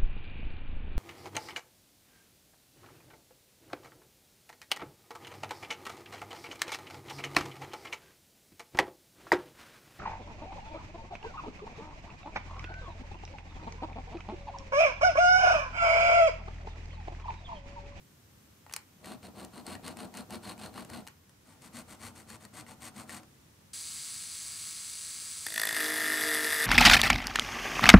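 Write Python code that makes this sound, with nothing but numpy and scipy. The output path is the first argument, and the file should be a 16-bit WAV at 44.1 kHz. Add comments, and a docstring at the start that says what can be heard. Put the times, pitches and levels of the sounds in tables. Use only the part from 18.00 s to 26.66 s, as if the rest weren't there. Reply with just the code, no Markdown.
"""A quiet workshop, with two microphones close to a small cast-metal figure being cleaned of rust.
A needle file knocks as it is set down, then rubs to and fro, first with its flat, then with its tip:
bursts of gritty noise ring the file and rock the figure on the bench.
Then a slow rotary tool whirrs, made of rubbing noise and tones locked to its turning shaft. Its bit touches
the metal, chatters once a turn and settles into grinding. Rumble and hiss fill the room throughout."""
import sys
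import numpy as np
from scipy import signal
from scipy.fft import rfft, irfft, next_fast_len
from scipy.io import wavfile
from scipy.ndimage import map_coordinates

SR = 44100
rng = np.random.default_rng(int(sys.argv[2]) if len(sys.argv) > 2 else 0)


def dump_mix(stems):
    """Bounce the given channels to the path in sys.argv[1] as a 16-bit WAV at rate SR."""
    frames = np.atleast_2d(stems).T  # one column per channel
    limited = np.clip(frames, -1, 1)  # hard clip at full scale
    pcm = np.round(limited * 32767).astype(np.int16)
    wavfile.write(sys.argv[1], SR, pcm)


N = 381906
T = np.arange(N) / SR  # seconds
FFT_SIZE = next_fast_len(N, real=True)
TOUCH_S = 7.4645  # the bit first meets the metal

# How the flat of the file reaches the two microphones: two lists, left against right.
# Each row of the first: frequency in Hz, level difference in dB; of the second: Hz, phase lead in radians.
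FLAT_PORTS = [
    [(60, 0), (110, 1.5), (200, 4), (380, 4), (700, 2.5), (1290, 2.5), (2380, 3), (4400, 0), (6500, 2),
     (8120, 3), (15000, 1)],
    [(0, 0), (430, 0), (1640, .15), (2330, .7), (2900, 0), (6000, 0), (8700, -.4), (11000, -.05),
     (15300, -.15)],
]


def undb(db):
    """Decibels to gain."""
    return 10 ** (np.asarray(db) / 20)


def curves(rows):
    """The columns of a table, joined by straight lines in time."""
    s, *columns = np.transpose(rows)
    return [np.interp(T, s, c) for c in columns]


def by_frequency(points):
    """A table of (Hz, value) spread over all frequencies of the sound."""
    hz, value = np.transpose(points)
    bin_hz = np.arange(FFT_SIZE // 2 + 1) * SR / FFT_SIZE
    return np.interp(np.log(bin_hz + 1), np.log(hz + 1), value)


def unit(x):
    """Scale to rms 1."""
    return x / np.sqrt(np.mean(x ** 2) + 1e-18)


def noise():
    """White noise."""
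    return rng.standard_normal(N)


def walk(rate):
    """Smooth chance: random points, rate of them a second, joined by straight lines; spread about 1.3."""
    return 1.64 * np.interp(T * rate, np.arange(N), noise())


def tone(cycles, db):
    """A sine of the given rms level that follows a count of cycles from a random phase."""
    return np.sqrt(2) * undb(db) * np.sin(2 * np.pi * (cycles + rng.random()))


def colour(x, points, size=4096):
    """Causal filter through (Hz, dB) points, with power gain 1 for white noise."""
    hz, db = np.transpose(points)
    f = np.maximum(np.arange(size // 2 + 1) * SR / size, 1)
    # folding the cepstrum forward in time gives the minimum-phase response
    cepstrum = irfft(np.log(undb(np.interp(np.log(f), np.log(hz), db))))
    cepstrum[1:size // 2] *= 2
    cepstrum[size // 2 + 1:] = 0
    response = irfft(np.exp(rfft(cepstrum)))
    return signal.fftconvolve(x, response / np.linalg.norm(response))[:N]


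def resonate(x, modes):
    """The sound plus the resonances that it excites; each mode is (Hz, width Hz, dB)."""
    return x + sum(undb(db) * signal.lfilter(*signal.iirpeak(hz, hz / width, SR), x)
                   for hz, width, db in modes)


def grit(rate, spread_db):
    """Dense random clicks of very unequal size, rate of them a second."""
    hit = rng.random(N) < rate / SR
    return unit(hit * noise() * undb(spread_db * np.minimum(rng.exponential(size=N), 4)))


def place(x, ports, room_db, t60=0.14, echo_low_hz=170, dullness=0.56):
    """Direct sound as each microphone hears it, plus the dull, thin echo of a small room."""
    t = T[:SR // 2]
    tails = rng.standard_normal((2, len(t))) * undb(-60 * t / t60) * (t > .004)
    tails = signal.lfilter([1], [1, -min(dullness, .9)], tails)
    tails = signal.sosfilt(signal.butter(2, echo_low_hz, "high", fs=SR, output="sos"), tails)
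    tails /= np.linalg.norm(tails, axis=1, keepdims=True)
    echo = signal.fftconvolve(x[None], tails, axes=1)[:, :N]
    # half of each difference goes to the left microphone, its opposite to the right
    balance, lead = (by_frequency(p) for p in ports)
    left = undb(balance / 2) * np.exp(1j * lead / 2)
    direct = irfft(rfft(x, FFT_SIZE) * np.array([left, 1 / left]), FFT_SIZE)[:, :N]
    return direct + undb(room_db) * echo


def stroke_levels(strokes, speed_power, skew, rock_lag_s, rock_spread):
    """The rasp follows the file's speed, a skewed half sine; the rocking swells later and lasts longer."""
    rasp, rocking_power = np.zeros(N), np.zeros(N)
    for start, length, rasp_db, rock_db in strokes:
        near = slice(int((start - length) * SR), int((start + 2 * length) * SR))
        along = (T[near] - start) / length  # 0 to 1 through the stroke
        speed = np.abs(np.sin(np.pi * np.clip(along, 0, 1) ** skew))
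        rasp[near] += undb(rasp_db) * speed ** speed_power
        swell = np.exp(-((along - .5 - rock_lag_s / length) / rock_spread) ** 2)
        rocking_power[near] += undb(rock_db) ** 2 * swell
    return rasp, np.sqrt(rocking_power)


def filing(levels, rasp_colour, body_colour, modes, ports, teeth_hz, catch_db, rasp_db, body_db):
    """Teeth break off grains of rust; the jerky drag rocks the figure on the bench."""
    # The figure on the bench. Each row: frequency in Hz, width in Hz, level in dB.
    bench_modes = [(198, 10.7, 3), (203, 25, 3.5), (234.4, 10, 4), (332.6, 14, 2), (472, 78, 0.5),
                   (622, 43, -4), (735, 59, 2), (890, 29, -3)]
    rasp_level, body_level = levels
    drag = undb(catch_db * walk(teeth_hz))
    grains = unit(drag * (grit(3500, 1.8) + 0.49 * noise()))
    rasp = unit(resonate(colour(grains, rasp_colour), modes)) * rasp_level * undb(rasp_db)
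    rocking = unit(resonate(colour(grit(2500, 0.15), body_colour), bench_modes))
    body = rocking * body_level * undb(body_db)
    return place(rasp, ports, -15) + place(body, ports, -10.5, t60=0.11)


def flat_filing():
    """The flat of the file rubs to and fro, one burst of rasp and rocking for each stroke."""
    # Each row: start in seconds, length in seconds, rasp and rocking of the figure in relative dB.
    strokes = [(1.025, 0.14, -48, -46), (1.215, 0.085, -54, -48.5), (1.338, .14, -51.5, -46),
               (1.515, .115, -53, -48.5), (1.648, 0.13, -45.5, -42), (1.822, .12, -45.5, -44.5),
               (1.955, .13, -49.5, -43), (2.128, 0.11, -46.5, -45), (2.291, 0.098, -46.5, -42.5),
               (2.418, .13, -44.5, -45), (2.574, .13, -47.5, -45), (2.724, 0.12, -48.5, -45.5),
               (2.878, 0.15, -48.5, -44.5)]
    # Colour of the rasp, then of the rocking. Each row: frequency in Hz, relative level in dB.
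    rasp_colour = [(530, -25), (900, -4), (1160, 2), (1260, -17.5), (1430, -1.5), (1730, -6), (2020, -5),
                   (2220, -6.5), (2960, -6), (3220, -10), (4280, -7), (5500, -15), (7500, -13.5),
                   (8650, -8), (15500, -25.5)]
    body_colour = [(35, -32), (60, -13.5), (91, 1.5), (161, -10.5), (215, 0), (385, -9), (557, -13),
                   (610, -8), (1400, -17), (1820, -40), (3080, -120)]
    # The file rings, laid flat. Each row: frequency in Hz, width in Hz, level in dB.
    modes = [(1330, 39, 5), (2660, 200, -28), (4250, 300, 1.5), (8560, 40, 5.5)]
    levels = stroke_levels(strokes, speed_power=1.24, skew=0.94, rock_lag_s=0.0069, rock_spread=.35)
    return filing(levels, rasp_colour, body_colour, modes, FLAT_PORTS,
                  teeth_hz=250, catch_db=1.73, rasp_db=-1.0, body_db=-0.5)


def tip_filing():
    """The tip of the file rubs to and fro, with a colour and ringing of its own."""
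    # Each row: start in seconds, length in seconds, rasp and rocking of the figure in relative dB.
    strokes = [(3.44, 0.14, -64, -61.5), (3.605, .09, -53.5, -56.5), (3.722, 0.11, -47, -49.5),
               (3.868, 0.098, -52, -53), (3.988, .13, -47, -50), (4.138, 0.1, -52.5, -54.5),
               (4.266, 0.11, -49, -51), (4.395, 0.08, -55.5, -54.5), (4.526, .11, -48, -49.5),
               (4.66, 0.089, -53, -51.5), (4.798, 0.11, -45.5, -50), (4.938, .113, -49.5, -49),
               (5.07, 0.14, -46, -49)]
    # Colour of the rasp, then of the rocking. Each row: frequency in Hz, relative level in dB.
    rasp_colour = [(530, -15), (900, -2.5), (1130, 3.5), (1330, -7.5), (1450, -4.5), (1610, -6.5),
                   (1980, 1), (2510, -2), (3420, -5), (4390, -4.5), (5120, -7.5), (7500, -3.5),
                   (8250, -3.5), (13800, -13), (15500, -21)]
    body_colour = [(35, -57), (60, -20), (91, 3.5), (168, -11.5), (236, -2.5), (333, -7.5), (390, -20),
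                   (494, -13), (1400, -14.5), (1820, -33), (3080, -120)]
    # The file rings, held on its tip. Each row: frequency in Hz, width in Hz, level in dB.
    modes = [(1440, 170, 5.5), (1940, 150, -12), (4400, 170, 1), (8170, 100, 2), (8670, 100, 6),
             (9260, 140, 2)]
    # Left microphone against right. Rows of the first list: Hz, dB; of the second: Hz, lead in radians.
    ports = [
        [(60, 0.5), (110, 1.0), (200, 2.0), (380, 2.3), (700, 3.2), (1290, 2.0), (2380, 3.9), (4400, 3.7),
         (8120, 4.5), (15000, 1.0)],
        [(0, 0), (1030, 0.43), (1810, 0.0), (2410, 0.5), (2670, -0.0), (6030, -0.13), (8100, -0.42),
         (8530, 0.0), (8870, -0.37), (10800, 0.0), (13800, 0.0), (14100, -0.1), (15100, 0.1), (15300, -0.1)],
    ]
    levels = stroke_levels(strokes, speed_power=1.02, skew=1.0, rock_lag_s=0.0085, rock_spread=0.36)
    return filing(levels, rasp_colour, body_colour, modes, ports,
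                  teeth_hz=304.0, catch_db=1.2, rasp_db=-1.0, body_db=0.5)


def knocks(dull_db=8, bright_db=7, decay_s=0.0019, split_hz=2700):
    """Each knock is a short crunch that rings the file; its dull part lingers in the room."""
    # The file knocks or a tooth catches. Each row: time in seconds, dull and bright parts in relative dB.
    blows = [(.664, -47.5, -62), (0.696, -45.5, -58), (.711, -45.5, -59), (.725, -49, -41),
             (0.737, -38, -30.5), (0.763, -33.5, -30.5), (1.044, -44, -50), (1.057, -54, -45),
             (1.448, -49, -46), (1.666, -50, -41), (1.752, -38, -49), (1.879, -39, -39.5),
             (1.970, -46, -45.5), (2.140, -43.5, -49), (2.171, -62, -41), (2.306, -43, -45),
             (2.578, -52, -54), (2.778, -36, -60), (2.848, -48, -49), (2.900, -46, -48.5),
             (3.068, -45, -50), (3.074, -42, -44), (3.083, -45.5, -48), (3.294, -54, -58), (3.62, -64, -54),
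             (4.302, -46, -46), (4.451, -49, -47.5), (4.665, -48, -61), (5.094, -38.5, -48),
             (5.232, -53, -57)]
    # Colour of the crunch. Each row: frequency in Hz, relative level in dB.
    crunch_colour = [(240, -70), (400, -1.5), (886, 6), (1240, 2.5), (2920, 3), (3360, -5), (4350, 0),
                     (5650, -1), (8670, 4), (15500, -11.5)]
    # The file rings when it knocks. Each row: frequency in Hz, width in Hz, level in dB.
    modes = [(885, 87, -4), (1850, 110, -7.5), (1900, 19, 1), (4400, 290, -1), (8400, 110, -5)]
    dull, bright = np.zeros(N), np.zeros(N)
    age = T[:SR // 20]
    crunch = np.exp(-age / decay_s) * (1 - np.exp(-age / .0003))
    for s, low_db, high_db in blows:
        i = int(s * SR)
        dull[i:i + len(age)] += undb(low_db + dull_db) * crunch
        bright[i:i + len(age)] += undb(high_db + bright_db) * crunch

    def ring(push, side):
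        """Crunching noise rings the file; one side of the split frequency is kept."""
        rung = resonate(colour(push * noise(), crunch_colour), modes)
        return signal.sosfilt(signal.butter(3, split_hz, side, fs=SR, output="sos"), rung)

    return (place(ring(dull, "low"), FLAT_PORTS, -8.5, t60=0.21)
            + place(ring(bright, "high"), FLAT_PORTS, -13, t60=0.16))


def shaft():
    """Turns of the shaft, its speed wandering slightly, counted from the first touch of the bit."""
    # Rotary tool before the wander. Each row: time in seconds, turns per second.
    speed = [(5.7, 52.9), (7.4, 52.85), (7.6, 53.7), (7.72, 53.4), (7.8, 51.1), (7.9, 51.5), (8.2, 51.6),
             (8.3, 51.2), (8.66, 50.8)]
    turns = np.cumsum(curves(speed)[0] + .06 * walk(6)) / SR
    return turns - turns[int(TOUCH_S * SR)]


def surface(turns, size=830):
    """Roughness of a turning part: the same bumps come round on every turn."""
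    bumps = rng.standard_normal(size)
    return unit(map_coordinates(bumps, [turns % 1 * size], order=3, mode="grid-wrap"))


def bit_contact(turns, seating, scatter_db=1.1, bounce_turns=.125, bite=0.18, skid=0.31):
    """The off-centre bit strikes once a turn; once seated, two more lobes strike, each skipping along."""
    lobe = np.floor(3 * turns).astype(int)
    since = turns - lobe / 3  # turns since this lobe arrived
    force = np.where(lobe % 3 == 0, 1, seating) * undb(scatter_db * walk(150))
    sweep = np.abs(np.sin(np.pi * np.abs(3 * since) ** .65))  # digs in fast and lifts off slowly
    return force * sweep * (skid + np.exp(-(since / bounce_turns % 1) / bite))


def grinding(turns, scratch_db=-36, scratch_push=0.95, ring_db=-34.0, ring_bed=0.17, thud_db=-51.5,
             thud_push=0.83, thud_seated_db=3, hum_db=-1.5, growl_db=0):
    """Contacts scratch, ring the bit and thud the figure; ring follows the push in step, the others less."""
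    # How hard the hand pushes the bit. Each row: time in seconds, dB relative to steady grinding.
    push_rows = [(7.468, -2.5), (7.486, -10.5), (7.525, -8), (7.6, 2.5), (7.655, 1), (7.69, 1),
                 (7.725, 0.5), (8.0, -1), (8.4, 0), (8.66, 2.5)]
    # How firmly the bit sits. Each row: time in seconds, seating from 0 (one graze a turn) to 1 (three lobes).
    seating_rows = [(7.46, .02), (7.66, .1), (7.74, .27), (7.82, .62), (7.95, .66), (8.1, .9), (8.35, .8),
                    (8.66, .7)]
    # Colours of scratch, ring and thud. Each row: frequency in Hz, relative level in dB.
    scratch_colour = [(1350, -34), (2300, 1), (3120, -6.5), (3430, 9.5), (4360, 0), (4760, 7), (7030, -7.5),
                      (7560, -4), (8320, -1.5), (9080, 5.5), (11300, 2.5), (12200, 4.5), (13900, -3.5),
                      (14800, -27), (15500, -28)]
    ring_colour = [(500, -44), (800, -17), (950, -16), (1250, -12.5), (1500, -11), (1700, -4), (1800, 2),
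                   (1950, 0.5), (2100, -5.5), (2400, -22.5), (3000, -15.5), (4000, -54)]
    thud_colour = [(35, -34), (60, -13), (160, -9.5), (210, -2), (340, -11.5), (460, -1), (560, -12),
                   (660, -1), (800, -11.5), (1200, -31.5)]
    # The figure hums. Each row: seconds, relative dB at twice and at three times the strike rate.
    hum_rows = [(7.65, -61.5, -90), (7.84, -46, -46), (8.17, -44.5, -58), (8.27, -43.5, -42.5),
                (8.46, -45, -42), (8.53, -54.5, -53), (8.66, -49, -40.5)]
    # Growl of the seated bit. Each row: multiple of the turning rate, relative level in dB.
    growl_orders = [(5, -58), (7, -59), (8, -57), (10, -60), (12, -57), (13, -55), (15, -60), (17, -59),
                    (18, -55), (21, -57), (24, -55), (25, -56), (27, -52), (32, -50), (35, -44)]
    # Left microphone against right. Rows of the first list: Hz, dB; of the second: Hz, lead in radians.
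    ports = [
        [(60, .5), (110, .5), (200, 3.5), (380, -1), (700, 2.5), (1300, 2), (2400, 1), (3000, 0), (7000, 0),
         (8500, 2), (10000, 1.5), (12000, 0), (15000, -1)],
        [(0, 0), (780, .15), (1380, 0), (15300, 0)],
    ]

    push_db, = curves(push_rows)
    seating, = curves(seating_rows)
    contact = bit_contact(turns, seating)
    # the same effort is shared between more blows as the bit seats
    share = (T > TOUCH_S - .001) / np.sqrt(1 + 2 * seating ** 2)

    def shaped(x, db):
        """Share the effort, level the sound after the touch, then follow the dB curve."""
        shared = x * share
        return shared / np.std(shared[T > TOUCH_S]) * undb(db)

    scrape = contact ** 1.15 + .12 * seating
    scratch = colour(scrape * (noise() + .6 * surface(turns)), scratch_colour)
    ring_drive = contact + ring_bed * np.sqrt(seating)
    ring = colour(ring_drive * (noise() + 1.1 * surface(turns)), ring_colour)
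    thud = colour(contact * (noise() + .7 * surface(turns)), thud_colour)

    # three strikes a turn, so 6 and 9 cycles a turn are twice and three times the strike rate
    hum = sum(np.sqrt(2) * undb(db + hum_db + walk(40)) * np.sin(2 * np.pi * k * turns)
              for k, db in zip((6, 9), curves(hum_rows)))
    growl = sum(tone(k * turns, db + 2 * walk(9.1)) for k, db in growl_orders)
    tones = (hum + seating * undb(growl_db) * growl) * (T > TOUCH_S)

    scratch = shaped(scratch, scratch_db + scratch_push * push_db)
    ring = shaped(ring, ring_db + push_db)
    thud = shaped(thud, thud_db + thud_push * push_db + thud_seated_db * (seating - .5))
    return place(scratch + tones, ports, -58) + place(ring, ports, -19) + place(thud, ports, -11)


def motor(turns, repeat=0.66, lope=0.027, whirr_db=-41.8, whine_db=0, hum_db=-1, drive_hz=7728, on_s=5.733):
    """Brushes and bearings rub and tick three times a turn; the rotor hums, the drive current whines."""
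    # Colour of the whirr. Each row: frequency in Hz, relative level in dB.
    whirr_colour = [(290, -45), (500, -22), (851, -21.5), (1090, -14), (1170, -16), (2200, -9.5),
                    (3150, -9), (4640, -5), (5350, -8.5), (6270, -1.5), (7130, -5), (7780, 0.5),
                    (10400, -11.5), (14600, -21), (15500, -14.5)]
    # The tool's housing rings. Each row: frequency in Hz, width in Hz, level in dB.
    housing_modes = [(4260, 72, 3), (4800, 290, 0.5), (5350, 120, -17), (9110, 250, 3.5), (10050, 660, 7)]
    # Whine of the chopped drive current. Each row: multiple of the drive, offset in commutations, relative dB.
    whine_rows = [(1, -1.5, -64), (1, -.5, -55), (1, .5, -53.5), (1, 1.5, -60), (1, 2.5, -65),
                  (1, 3.5, -66), (2, 0, -67), (2, 1, -77)]
    # Hum of the rotor. Each row: multiple of the turning rate, relative level in dB.
    rotor_orders = [(15, -82), (18, -80), (20, -80), (21, -71.5), (24, -73), (25, -75), (27, -75),
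                    (29, -77), (31, -74), (41, -73), (42, -74), (66, -72), (81, -69), (90, -68), (108, -68),
                    (114, -66), (122, -66)]
    # Left microphone against right. Rows of the first list: Hz, dB; of the second: Hz, lead in radians.
    ports = [
        [(60, 0), (700, 1.5), (1300, .5), (2400, 0), (6000, 0), (8100, 1.2), (10500, 0), (15000, 0)],
        [(0, 0), (800, .2), (1100, .5), (1400, 0), (6200, 0), (7200, .55), (8300, .55), (10000, 0), (15300, 0)],
    ]
    ticks = 1 + .65 * np.exp(-(3 * turns % 1) / .18)
    load = ticks * (1 + lope * np.cos(2 * np.pi * turns)) * undb(0.8 * surface(turns, size=24))
    rub = load * (repeat * surface(turns) + grit(14000, 1.0))
    whirr = unit(resonate(colour(rub, whirr_colour), housing_modes)) * undb(whirr_db)
    commutations = 3 * turns + .02 * walk(12)
    whine = sum(tone(k * drive_hz * T + offset * commutations, db + whine_db) for k, offset, db in whine_rows)
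    hum = sum(tone(k * turns, db + hum_db) for k, db in rotor_orders)
    wavering = (whine + hum) * undb(walk(12))
    return place((whirr + wavering) * (T > on_s), ports, -55)


def room_tone(whistle_db=-77):
    """Rumble, alike on both sides, and wider hiss, with a thin whistle until the first filing is over."""
    # Colour of the air. Each row: frequency in Hz, relative level in dB.
    air_colour = [(15, -67), (25, -33), (58, -11.5), (75, -6.5), (148, -8), (227, -13), (495, -22),
                  (648, -26.5), (848, -25.5), (3260, -30.5), (4620, -32), (5580, -31), (12200, -35),
                  (13200, -36), (15500, -36.5)]
    # Each row: frequency in Hz, side minus mid in dB.
    width = [(40, -30), (65, -27), (130, -14.5), (250, -7), (500, -2.5), (1000, -0.5), (15000, -1.5)]
    # Each row: time in seconds, level of the mid in dB before a slight waver.
    level = [(0, -61), (2.9, -59), (3.2, -63), (3.6, -60), (8.66, -62)]
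    mid, side = (unit(colour(noise(), air_colour)) for _ in range(2))
    side = irfft(rfft(side, FFT_SIZE) * undb(by_frequency(width)), FFT_SIZE)[:N]
    air = np.array([mid + side, mid - side]) * undb(curves(level)[0] + 0.3 * walk(2.3))
    whistle = np.sin(2 * np.pi * 13500 * T) * (T < 3.25)
    return air + undb(whistle_db) * whistle


def scene():
    """Filing, then the rotary tool, over the room."""
    turns = shaft()
    hand_work = flat_filing() + tip_filing() + knocks()
    return hand_work + grinding(turns) + motor(turns) + room_tone()


def record(dry):
    """The recorder cuts the deepest bass and the top."""
    dry = signal.sosfilt(signal.butter(2, 36, "high", fs=SR, output="sos"), dry)
    return signal.sosfilt(signal.ellip(10, .2, 70, 15600, fs=SR, output="sos"), dry)


dry = scene()
out = record(dry)
dump_mix(out)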